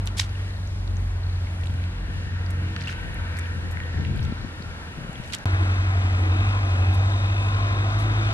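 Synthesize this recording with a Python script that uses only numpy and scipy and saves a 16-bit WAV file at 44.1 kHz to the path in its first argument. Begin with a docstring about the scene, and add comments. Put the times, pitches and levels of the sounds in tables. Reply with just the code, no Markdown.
"""Diesel machine by a drained pond

A four-cylinder diesel's exhaust booms and its block clatters: summed tones, and noise pulsed at the firing rate.
Boots and hands in wet mud smack, spray and pop: filtered noise bursts, tiny clicks and gliding damped tones.
An insect ticks and filtered-noise wind buffets the microphone. Two shots, the second nearer the machine,
are joined by a short, nearly silent cut.
"""
import sys
import numpy as np
from scipy import signal
from scipy.fft import rfft, irfft, next_fast_len
from scipy.io import wavfile
from scipy.ndimage import uniform_filter1d

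SR = 44100
rng = np.random.default_rng(int(sys.argv[2]) if len(sys.argv) > 2 else 0)


def transcribe(u):
    """Save the signal u as a 16-bit wav file named by the first command-line argument.

    u: samples, shape (n,) or (channels, n), limited to [-1, 1]; the rate is SR.
    q: integer samples, one column per channel.
    """
    v = np.clip(np.atleast_2d(u).T, -1, 1)
    q = np.round(v * 32767).astype(np.int16)
    wavfile.write(sys.argv[1], SR, q)


N = 367353
T = np.arange(N) / SR
SIZE = next_fast_len(N)
HZ = np.maximum(np.arange(SIZE // 2 + 1) * SR / SIZE, 1.)
CUT_START_S, CUT_END_S = 5.4455, 5.4564


def undb(db):
    """dB to amplitude."""
    return 10 ** (np.asarray(db) / 20)


def level(x, db):
    """Sets the RMS level."""
    return x * undb(db) / np.sqrt(np.mean(x ** 2))


def over_time(rows):
    """Reads (s, value) rows along the time axis."""
    return np.interp(T, *np.transpose(rows))


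def over_hz(table, axis=1):
    """Reads one column of (Hz, values) rows on a log-frequency axis."""
    table = np.array(table)
    return np.interp(np.log(HZ), np.log(table[:, 0]), table[:, axis])


def shape(x, gain):
    """Filters by a gain per frequency bin."""
    return irfft(rfft(x, SIZE) * gain, SIZE)[..., :N]


def resonate(x, hz, width_hz):
    """Two-pole band-pass, gain 1 at the centre."""
    return signal.lfilter(*signal.iirpeak(min(hz, .4 * SR), hz / width_hz, SR), x)


def twice(x, hz, width_hz):
    """The band-pass applied twice: steep skirts."""
    return resonate(resonate(x, hz, width_hz), hz, width_hz)


def walk(rate_hz):
    """Random levels held 1 / rate s and slewed twice; spread near 1."""
    k = int(SR / rate_hz)
    steps = np.repeat(rng.standard_normal(N // k + 1), k)
    return 1.5 * uniform_filter1d(uniform_filter1d(steps, k), k)[:N]


def add(out, s, sound):
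    """Mixes a sound in at s seconds."""
    i = int(s * SR)
    out[:, i:i + sound.shape[-1]] += sound


def hiss(shot):
    """Spectrum of off-axis stereo noise: partly alike, tilted in level, the right turning over with pitch."""
    # the microphone pair, per shot: f/Hz, left-right correlation, right lag/rad, left minus right/dB
    pairs = [
        [(59, .99, -0.5, -1), (252, 0.82, 0.17, 1.5), (624, 0.63, 0, 2.5), (1190, 0.32, 2, 0.5),
         (1950, 0.81, 2, 2.5), (3520, 0.63, 3, 1.5), (6850, 0.73, 3, .5), (14800, 1, 4, 0)],
        [(60, 0.99, 3.5, -1), (249, 1, -1.5, 1), (600, 0.63, 0.46, 3), (960, 0.87, 1.81, 3.5),
         (1530, 0.88, 2.5, 2.5), (2630, 0.9, 3, 2.5), (3330, 0.96, 4, 5), (3850, 0.78, 4, 4.5),
         (4600, 0.89, 3.5, 3), (8300, 0.99, 4, 2), (15000, 0.48, 4, 0)],
    ]
    pair = pairs[shot]
    like = np.clip(over_hz(pair), 0, 1)
    turn_rad = over_hz(pair, axis=2)
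    lean = undb(over_hz(pair, axis=3) / 2)
    mid, side = rfft(rng.standard_normal((2, SIZE))) * np.sqrt([1 + like, 1 - like])
    far = 1 / np.hypot(1, (HZ / 12000) ** 24)  # the top of distant sound is lost
    left = (mid + side) * lean
    right = (mid - side) * np.exp(-1j * turn_rad) / lean
    return far * np.array([left, right])


def air(shot, level_db):
    """Distant machinery and air: noise in octave bands that swell together and flicker alone."""
    # spectrum before levelling, per shot: f/Hz, density/dB per Hz
    colours = [
        [(40, -5.5), (100, 1.5), (200, -5.5), (400, -13), (1000, -14.5), (2000, -18), (4000, -22.5),
         (6000, -29.5), (11500, -32.5), (13000, -50), (15500, -75)],
        [(40, -35), (100, -14), (200, -5), (400, -9), (1000, -9.5), (2000, -9), (4000, -24.5), (7000, -28.5),
         (11500, -40), (13000, -65), (15500, -71)],
    ]
    swell = walk(0.73)
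    noise = hiss(shot) * undb(over_hz(colours[shot]))
    out = 0
    for hz in 40 * 2. ** np.arange(10):
        skirt = np.maximum(1 - np.abs(np.log2(HZ / hz)), 0)
        band = irfft(noise * skirt, SIZE)[:, :N]
        out = out + undb(0.15 * swell + 1.19 * walk(8)) * band
    return level(out, level_db)


def wind():
    """Eddies buffet the ports in quick uneven puffs, the left port harder; a few land as single thumps."""
    # buffeting: t/s, level/dB
    gusts = [(0, -64), (.45, -60), (.95, -33.5), (1.2, -60), (1.6, -56), (1.74, -32), (1.9, -60),
             (2.08, -35.5), (2.5, -44), (2.85, -50), (3.05, -34), (3.35, -38.5), (3.88, -35), (4.0, -26.5),
             (4.15, -29), (4.31, -28), (4.36, -39), (4.44, -29), (4.52, -54), (4.67, -33), (4.92, -51),
             (5.02, -38), (5.44, -46.5), (7.9, -40.5), (8.33, -41)]
    # single hard eddies: t/s, level before port gain and decay/dB, f/Hz
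    thumps = [(1.025, -30, 175), (1.697, -27, 175), (3.944, -33, 220), (3.953, -26, 85.05),
              (3.984, -28, 300), (3.996, -26, 130), (4.012, -26, 130), (4.03, -34, 200), (4.066, -36, 130),
              (4.091, -28, 110), (4.153, -24, 120), (4.197, -22, 80.1), (4.214, -24, 111),
              (4.243, -22, 150), (4.278, -27, 110), (4.296, -22, 100), (4.3235, -19, 220),
              (4.447, -21, 174.8), (4.603, -27.5, 174), (4.665, -32, 175), (4.975, -27, 175),
              (4.987, -25, 150), (5.047, -25.5, 175), (5.094, -22.5, 160), (5.2, -24.5, 149.3)]
    puffs_db = 3.9 * np.tanh(np.array([walk(30), walk(30)])) + 2.0 * np.tanh(walk(11))
    both, left = rng.standard_normal((2, N)) * undb(puffs_db)
    left = shape(left, 1 / np.hypot(1, (110 / HZ) ** 2))
    ports = np.array([both + 1.23 * left, 0.67 * both])
    rumble = 1 / np.hypot(1, (33 / HZ) ** 3) / np.hypot(1, (HZ / 130) ** 2.62)
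    out = level(shape(ports, rumble), 0) * undb(over_time(gusts))
    for s, db, hz in thumps:
        turns = hz * np.arange(2048) / SR
        thump = np.sin(2 * np.pi * turns) * np.exp(-turns * 1.54)
        add(out, s, undb(db) * thump * np.array([[2.2], [1.3]]))
    return out


def insect():
    """Short wing ticks of uneven strength off to the left; the right port hears them turned over."""
    # chirps: first tick t/s, ticks, nominal peak/dB
    chirps = [(.507, 5, -44), (.878, 5, -49), (1.237, 5, -40), (4.19, 3, -45), (4.322, 5, -43)]
    wing_hz, half_length_s = 4140, 0.005
    gaps_s = 0.031, 0.031  # taken in turn
    out, t = np.zeros((2, N)), np.arange(-300, 300) / SR
    swell = np.exp(-(t / half_length_s) ** 2)
    tone = np.sin(2 * np.pi * wing_hz * t * (1 - 12 * t))  # pitch falls through the tick
    tick = swell * tone * np.array([[1.], [-.6]])
    uneven_db = 1.5 * rng.standard_normal(size=(len(chirps), 8))
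    for (s, ticks, db), uneven in zip(chirps, uneven_db):
        for k in range(round(ticks)):
            add(out, s + t[0], undb(db + uneven[k]) * tick)
            s = s + gaps_s[k % 2]
    return out


def trickle():
    """Sparse tiny bubbles burst in the stirred mud: random clicks ring four bands."""
    out = 0
    for hz, db in (2600., -34), (4300., -40), (6500., -33.0), (10000., -41):
        sizes = undb(np.minimum(3.5 * rng.exponential(size=N), 9))
        ticks = (rng.random(N) < 10 / SR) * sizes  # 10 a second on average
        out = out + undb(db) * twice(ticks, hz, 0.37 * hz)
    return out * np.array([[1.], [-.4]])


def bubbles():
    """A damped tone gliding up as a bubble nears the surface; it reaches the ports a little apart."""
    # air freed from the mud: t/s, peak before decay/dB, start f/Hz, 60 dB decay/s
    freed = [(.354, -34.5, 2680, .02), (1.47, -33, 2043, .022), (2.7645, -25, 1350, .026),
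             (2.799, -35, 2980, .02), (2.806, -32, 1940, .014), (2.843, -37, 2750, .04),
             (2.873, -24, 2660, .045), (2.9975, -32, 2140, .02), (3.438, -38, 3200, .015),
             (3.803, -29, 1750, .022), (4.052, -32, 1900, .025)]
    out, t = np.zeros((2, N)), np.arange(4096) / SR
    for s, db, hz, t60_s in freed:
        phase = 2 * np.pi * hz * (t + 0.25 * t ** 2 / t60_s) + np.array([[.6], [-.6]])
        # the mud wall trembles
        phase = phase + 2.5 * uniform_filter1d(rng.standard_normal(len(t)), size=60)
        envelope = np.minimum(t / 0.00035, 1) * np.exp(-np.log(1000) * t / t60_s)
        add(out, s, undb(db) * envelope * np.sin(phase))
    return out


def sprays():
    """Dense drops of uneven size that come in clumps, quick to start and slow to thin out."""
    # sprays of fine drops: t/s, length/s, level before envelope and filter/dB, centre f/Hz
    bursts = [(0.072, 0.018, -45, 3000), (0.17, 0.042, -34, 3800), (0.192, 0.021, -29.5, 3280),
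              (0.214, 0.041, -40, 3200), (2.505, 0.011, -49, 7980), (2.77, 0.16, -56, 2817),
              (2.867, 0.067, -46, 2900), (3.369, 0.017, -51, 8000), (3.709, 0.02, -51, 8940),
              (5.232, 0.12, -57, 6000), (5.328, 0.034, -36, 2940), (6.933, 0.024, -48.5, 8950),
              (7.985, 0.018, -52, 7500), (7.997, 0.067, -55, 7000)]
    sizes = undb(np.minimum(2.6 * rng.exponential(size=N // 16 + 1), 8))
    clumps = undb(2.6 * walk(250))
    mid, side = rng.standard_normal((2, N)) * np.repeat(sizes, 16)[:N] * clumps
    drops = np.array([mid + 0.33 * side, mid - 0.49 * side])
    out = np.zeros((2, N))
    for s, length_s, db, hz in bursts:
        a, b = int(s * SR), int((s + 2 * length_s) * SR)
        u = np.arange(b - a) / (length_s * SR)
        envelope = np.minimum(u / 0.1, 1) * np.exp(-u ** 3)
        add(out, s, level(twice(drops[:, a:b], hz, 1.5 * hz), db) * envelope)
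    return shape(out, 1 / np.hypot(1, (HZ / 12800) ** 12) / np.hypot(1, (1000 / HZ) ** 2))


def pops():
    """Each mud smack is a short noise burst ringing a small air pocket."""
    # smacks and pops: t/s, mid peak before low cut/dB, centre f/Hz, relative width (clipped, then scaled)
    smacks = [(0.057, -33, 9000, .6), (0.0672, -30, 4100, 1.2), (0.0729, -22, 3150, 0.38),
              (.081, -34, 2500, .3), (0.072, -28, 7160, 0.51), (.169, -31, 5000, 0.88),
              (.173, -37, 2500, .6), (.1805, -33, 5200, .4), (0.185, -23, 10000, 0.44),
              (0.1936, -22, 1900, 0.4), (0.1973, -23, 1190, 0.92), (.0735, -33, 900, .8),
              (0.1959, -19, 1950, 0.27), (0.197, -9.5, 3600, 0.77), (0.2002, -16, 4180, 0.63),
              (.2062, -34, 6000, .3), (.2085, -24, 7000, 1), (.213, -23, 3500, .7), (0.217, -27, 2700, .4),
              (.231, -33, 3500, .8), (.2375, -40, 4000, .6), (.251, -42, 3500, .6),
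              (.2935, -37.5, 4800, 0.22), (.6734, -40, 6400, 0.18), (0.876, -36, 3850, .31),
              (.968, -37.5, 6100, 0.15), (1.611, -42, 5210, 0.32), (1.635, -36, 2890, .32),
              (1.641, -44, 5500, .6), (1.6565, -45, 11000, .15), (1.659, -43, 7500, .3),
              (1.6625, -44, 8500, .5), (1.6705, -44, 7800, .25), (1.701, -41, 3200, .2),
              (1.711, -45, 8000, .5), (1.738, -41, 2800, .25), (1.739, -47, 7800, .25),
              (1.656, -32.5, 2680, 0.4), (1.67, -34, 3470, 0.26), (1.8386, -31.5, 2487, 1),
              (2.462, -37, 4600, 0.15), (2.503, -36, 8080, 0.45), (2.763, -25.5, 2103, 1.13),
              (2.79, -37, 2600, 0.26), (2.805, -37, 4200, .3), (2.8195, -37, 4400, .3),
              (2.861, -39, 4500, .2), (2.872, -39, 4200, .3), (2.88, -37, 4700, .3),
              (2.914, -44, 6400, .15), (2.934, -33, 1797, .3), (2.946, -37, 1800, .3),
              (2.963, -39, 3000, .2), (2.81, -32, 4600, 0.29), (2.816, -27, 2390, .4),
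              (2.817, -41, 5600, .3), (2.8233, -36, 4900, 0.69), (2.837, -33, 4400, 0.16),
              (2.856, -36, 3400, .15), (2.873, -36, 6000, 0.62), (2.882, -42, 8000, .7),
              (2.881, -27, 3030, 0.15), (2.891, -25, 1800, .4), (2.895, -25, 1700, 0.45),
              (2.908, -45, 5200, .25), (2.912, -35, 2800, .2), (2.92, -36, 2800, 0.18),
              (2.92, -35, 1900, .4), (2.927, -30, 1500, 0.36), (2.897, -38, 6500, .6),
              (2.894, -36, 3150, .15), (2.898, -35, 4500, .3), (2.9695, -36, 10650, 0.073),
              (3.143, -39, 9830, 0.31), (3.3688, -35, 4710, 0.31), (3.3875, -28.5, 8490, 0.54),
              (3.387, -26, 1830, 0.51), (3.393, -30, 7600, .25), (3.4111, -40, 3980, .44),
              (3.456, -32, 2780, 0.2), (3.726, -42, 9010, 0.65), (3.7707, -27.5, 1750, 0.34),
              (3.8013, -27, 2100, 0.38), (3.835, -40, 2797, .2), (3.865, -40, 3000, 0.18),
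              (3.925, -37, 1600, .25), (3.951, -39, 1704, 0.29), (3.973, -31, 1900, .3),
              (4.008, -37, 3800, 0.48), (4.01, -39, 1600, .25), (4.0491, -25.5, 2300, 0.53),
              (4.068, -39, 3550, .15), (4.16, -42, 8800, .25), (4.173, -38, 3800, .3),
              (4.178, -43, 10000, .4), (4.1924, -32, 3150, 0.3), (4.205, -45, 9500, .25),
              (4.228, -39, 5400, .2), (4.2355, -43, 9500, .6), (4.24, -42, 5500, .2),
              (4.249, -42, 6500, .7), (4.252, -37, 3300, .3), (4.623, -31.5, 4000, 0.35),
              (4.927, -40, 11000, 0.44), (5.13, -39, 6500, 0.6), (5.155, -33, 3100, 0.16),
              (5.237, -37, 3810, 0.39), (5.245, -35, 3540, 0.79), (5.262, -41, 8000, .6),
              (5.276, -41.5, 6000, .8), (5.296, -46, 8480, 0.48), (5.3014, -34, 2980, .34),
              (5.3234, -26, 3570, 0.99), (5.3348, -17.5, 3400, 1.3), (5.339, -24, 3400, 0.33),
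              (5.3386, -27, 2000, 0.75), (5.344, -24, 2000, 0.77), (5.346, -22, 4900, 1.35),
              (5.3486, -20, 5270, 1.3), (5.358, -40, 10500, .4), (5.385, -34.5, 6330, 0.71),
              (6.7062, -30, 2600, 1.3)]
    t60_s = 0.011
    out, t = np.zeros((2, N)), np.arange(2048) / SR
    envelope = np.minimum(t / 0.00067, 1) * np.exp(-np.log(1000) * t / t60_s)
    for s, db, hz, share in smacks:
        mid, side = rng.standard_normal((2, len(t))) * envelope
        mid[40] += 3  # the film of mud snaps
        pair = np.array([mid + 1.1 * side, mid - 1.1 * side])
        width_hz = 1.4 * hz * np.clip(share, .05, 1.2)
        ring = resonate(twice(pair, hz, width_hz), hz, 2.2 * hz)
        add(out, s, undb(db) * ring / np.abs(ring.mean(axis=0)).max())
    return shape(out, 1 / np.hypot(1, (900 / HZ) ** 2))  # the pockets are too small to sound low


def panel(knock, hz, width_hz):
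    """One resonance, driven by its own stretch of the noise; its pitch wanders as the path length shifts."""
    stretch = np.roll(knock, rng.integers(N), axis=1)
    ring = level(twice(stretch, hz, width_hz), 0)
    place = np.arange(N) + 0.0011 * SR * walk(5)
    return np.array([np.interp(place, np.arange(N), side) for side in ring])


def engine(shot, waver_db, shake, pulse, flutter_db, rough_db):
    """Exhaust tones on the cycle, each wavering; combustion noise pulses per firing and rings the block."""
    # per shot: t/s, boom f/Hz (twice the firing rate), boom level/dB, firing tone level/dB
    curves = [
        [(0, 94.8, -29, -34), (.7, 93.46, -29, -39), (.9, 91.34, -28.5, -30), (1.85, 88.1, -26, -42),
         (2.0, 90.8, -36, -35), (2.5, 90.06, -26, -41), (2.9, 89.8, -35, -49), (3.0, 87.06, -37, -35),
         (3.2, 87.1, -31.5, -32), (3.4, 86.47, -30, -49), (4.0, 85.4, -30.5, -44), (4.25, 85.75, -28.5, -46),
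         (4.4, 85, -39, -48), (4.85, 85.2, -38.5, -55), (5.0, 84.6, -47, -50), (5.44, 83, -51, -53)],
        [(5.46, 93, -22, -36), (5.59, 93, -19.5, -37), (5.87, 94, -22, -35), (6.33, 91.2, -18.5, -39),
         (6.44, 98.3, -19.5, -32), (6.6, 98.4, -23, -35), (6.75, 91, -20.5, -38), (6.89, 93.4, -18, -40),
         (7.07, 97.34, -20.5, -35), (7.9, 100.7, -22.5, -35.5), (8.03, 105.1, -21.5, -30),
         (8.24, 104.5, -22.5, -32), (8.33, 105, -22, -30)],
    ]
    # exhaust tones, per shot: multiple of the four-stroke cycle, level re boom/dB
    tones = [
        [(5, -17.5), (6, -10), (7, -16), (8, 0.5), (10, -28), (12, -20.5), (14, -43), (16, -23), (20, -34.5),
         (24, -33), (28, -30.5)],
        [(5, -26), (6, -21), (7, -14), (8, 0), (9, -23.5), (10, -24.5), (12, -28.5), (16, -30), (20, -28.5),
         (22, -29.5), (24, -35), (27, -32)],
    ]
    # extra level of tones above the boom, per shot: t/s, level/dB
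    overtones = [
        [(0, -1), (.5, -2.5), (1.8, 0), (2.05, 10.5), (2.3, 3.5), (2.5, 2), (2.62, 13), (2.75, 9), (2.9, 15),
         (3.1, 3), (4, 1), (5.45, 5)],
        [(5.45, -0.5), (6.5, 0.5), (7.3, -1), (8.33, 2.5)],
    ]
    # clatter gain, rising with load, per shot: t/s, level/dB
    clatter_gains = [
        [(0, -54.5), (1, -58.5), (1.6, -53), (2, -50.5), (2.6, -47), (3, -44.5), (3.5, -47), (4, -47.5),
         (4.5, -49), (5, -49), (5.45, -50.5)],
        [(5.45, -43), (5.9, -45.5), (6.2, -45), (6.5, -43), (6.8, -44.5), (7.1, -43), (7.5, -43.5),
         (7.9, -42.5), (8.33, -41)],
    ]
    # block and panel resonances, per shot: f/Hz, width/Hz, level re clatter gain/dB
    blocks = [
        [(946, 90, -9.5), (1372, 130, -3), (1520, 64, -4.5), (1618, 150, -3), (1826, 203, 0), (2280, 540, -4),
         (2775, 500, -6.5), (3740, 1600, -10)],
        [(490, 66, -23), (1213, 150, -4), (1350, 360, 3), (1590, 170, -3.5), (2060, 2400, -1), (2533, 230, 0),
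         (3070, 3200, -0.5), (3580, 170, -17), (5100, 3100, -26)],
    ]
    # resonances that swell and fade, per shot: f/Hz, width/Hz, [t/s, level re clatter gain/dB]
    swells = [
        [(485, 28, [(0, -12), (1.5, -10), (2.5, -8.5), (3.0, -8.5), (3.55, -8), (3.9, -6), (4.4, -11),
         (5.45, -11.5)])],
        [(320.3, 27, [(5.45, 1.5), (5.65, 2), (5.8, -5), (6.1, 0), (6.35, 2.5), (6.5, -8), (6.75, 3),
         (7.0, -2.5), (7.5, -6), (7.9, 0), (8.15, 4.5), (8.33, -2)]), (676.5, 49, [(5.45, -8.5), (5.9, -1),
         (6.2, -6), (6.9, -8), (7.15, -3), (7.6, -3), (8.33, -4)]), (770, 90, [(5.45, -4.5), (6.0, -4),
         (6.4, -1), (6.6, -5), (6.9, 2), (7.2, -3), (7.7, -4), (8.33, -3)]), (1030, 90, [(5.45, 0.5),
         (6.3, -0.5), (6.42, 1), (6.53, 9), (6.63, 2.5), (6.8, -2), (7.1, 1), (7.6, 5.5), (7.8, 1), (8.0, 1),
         (8.33, -2)]), (3700, 330, [(5.45, -9), (6.2, -13), (6.4, -3), (6.8, -14), (6.95, -3.5), (7.5, -3),
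         (8.33, -4)])],
    ]

    s, *columns = np.transpose(curves[shot])
    boom_hz, boom_db, firing_db = (np.interp(T, s, c) for c in columns)
    cycle = 2 * np.pi * np.cumsum(boom_hz) / (8 * SR)
    firing = np.cos(4 * cycle)  # four firings a cycle
    upper_db = over_time(overtones[shot])
    exhaust = 0
    for k, db in tones[shot]:
        # the weaker a tone, the more the path through the air shakes its level and phase
        tone_db = db + (k > 8) * upper_db
        tone_db = tone_db + (waver_db - 0.081 * db) * np.tanh(walk(11)) + rough_db * walk(90)
        phase = k * cycle + rng.uniform(0, 2 * np.pi) - shake * db * walk(14)
        exhaust = exhaust + undb(tone_db) * np.sin(phase)
    low = undb(boom_db) * exhaust + undb(firing_db + 1.3 * waver_db * walk(13)) * firing

    knock = irfft(hiss(shot), SIZE)[:, :N]
    load_db = over_time(clatter_gains[shot])
    # under load the higher modes gain most, dB an octave
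    bite = 0.15 * (load_db - np.mean(clatter_gains[shot], axis=0)[1])
    clatter = 0
    for hz, width_hz, db in blocks[shot]:
        flutter = flutter_db * (walk(9) + np.tanh(walk(2.528)))
        mode_db = db + flutter + bite * np.log2(hz / 1500)
        clatter = clatter + undb(mode_db) * panel(knock, hz, width_hz)
    for hz, width_hz, rows in swells[shot]:
        mode_db = over_time(rows) + 0.7 * flutter_db * np.tanh(walk(12))
        clatter = clatter + undb(mode_db) * panel(knock, hz, width_hz)
    return np.sqrt(2) * low + undb(load_db) * (1 + pulse * firing) * clatter  # sqrt 2: RMS to peak


def scene():
    """The far shot, then the near one, under wind, mud and insect."""
    far = air(0, level_db=-39)
    far = far + engine(0, waver_db=1.55, shake=0.032, pulse=0.051, flutter_db=1.95, rough_db=0.9)
    near = air(1, level_db=-34.5)
    near = near + engine(1, waver_db=0.7, shake=0.033, pulse=0.19, flutter_db=1.3, rough_db=0.63)
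    machine = np.where(T < CUT_END_S, far, near)
    return machine + wind() + insect() + trickle() + bubbles() + sprays() + pops()


def record(dry):
    """The microphone dulls the top; a nearly silent cut joins the shots; a steep low-pass ends the band."""
    dull = signal.sosfilt(signal.butter(4, 13200, fs=SR, output="sos"), dry)
    fade = np.clip((CUT_START_S - T) / 0.00067, .03, 1)
    cut = dull * np.where(T < CUT_END_S, fade, 1)
    return signal.sosfilt(signal.ellip(8, .2, 70, 15500, fs=SR, output="sos"), cut)


dry = scene()
out = record(dry)
transcribe(out)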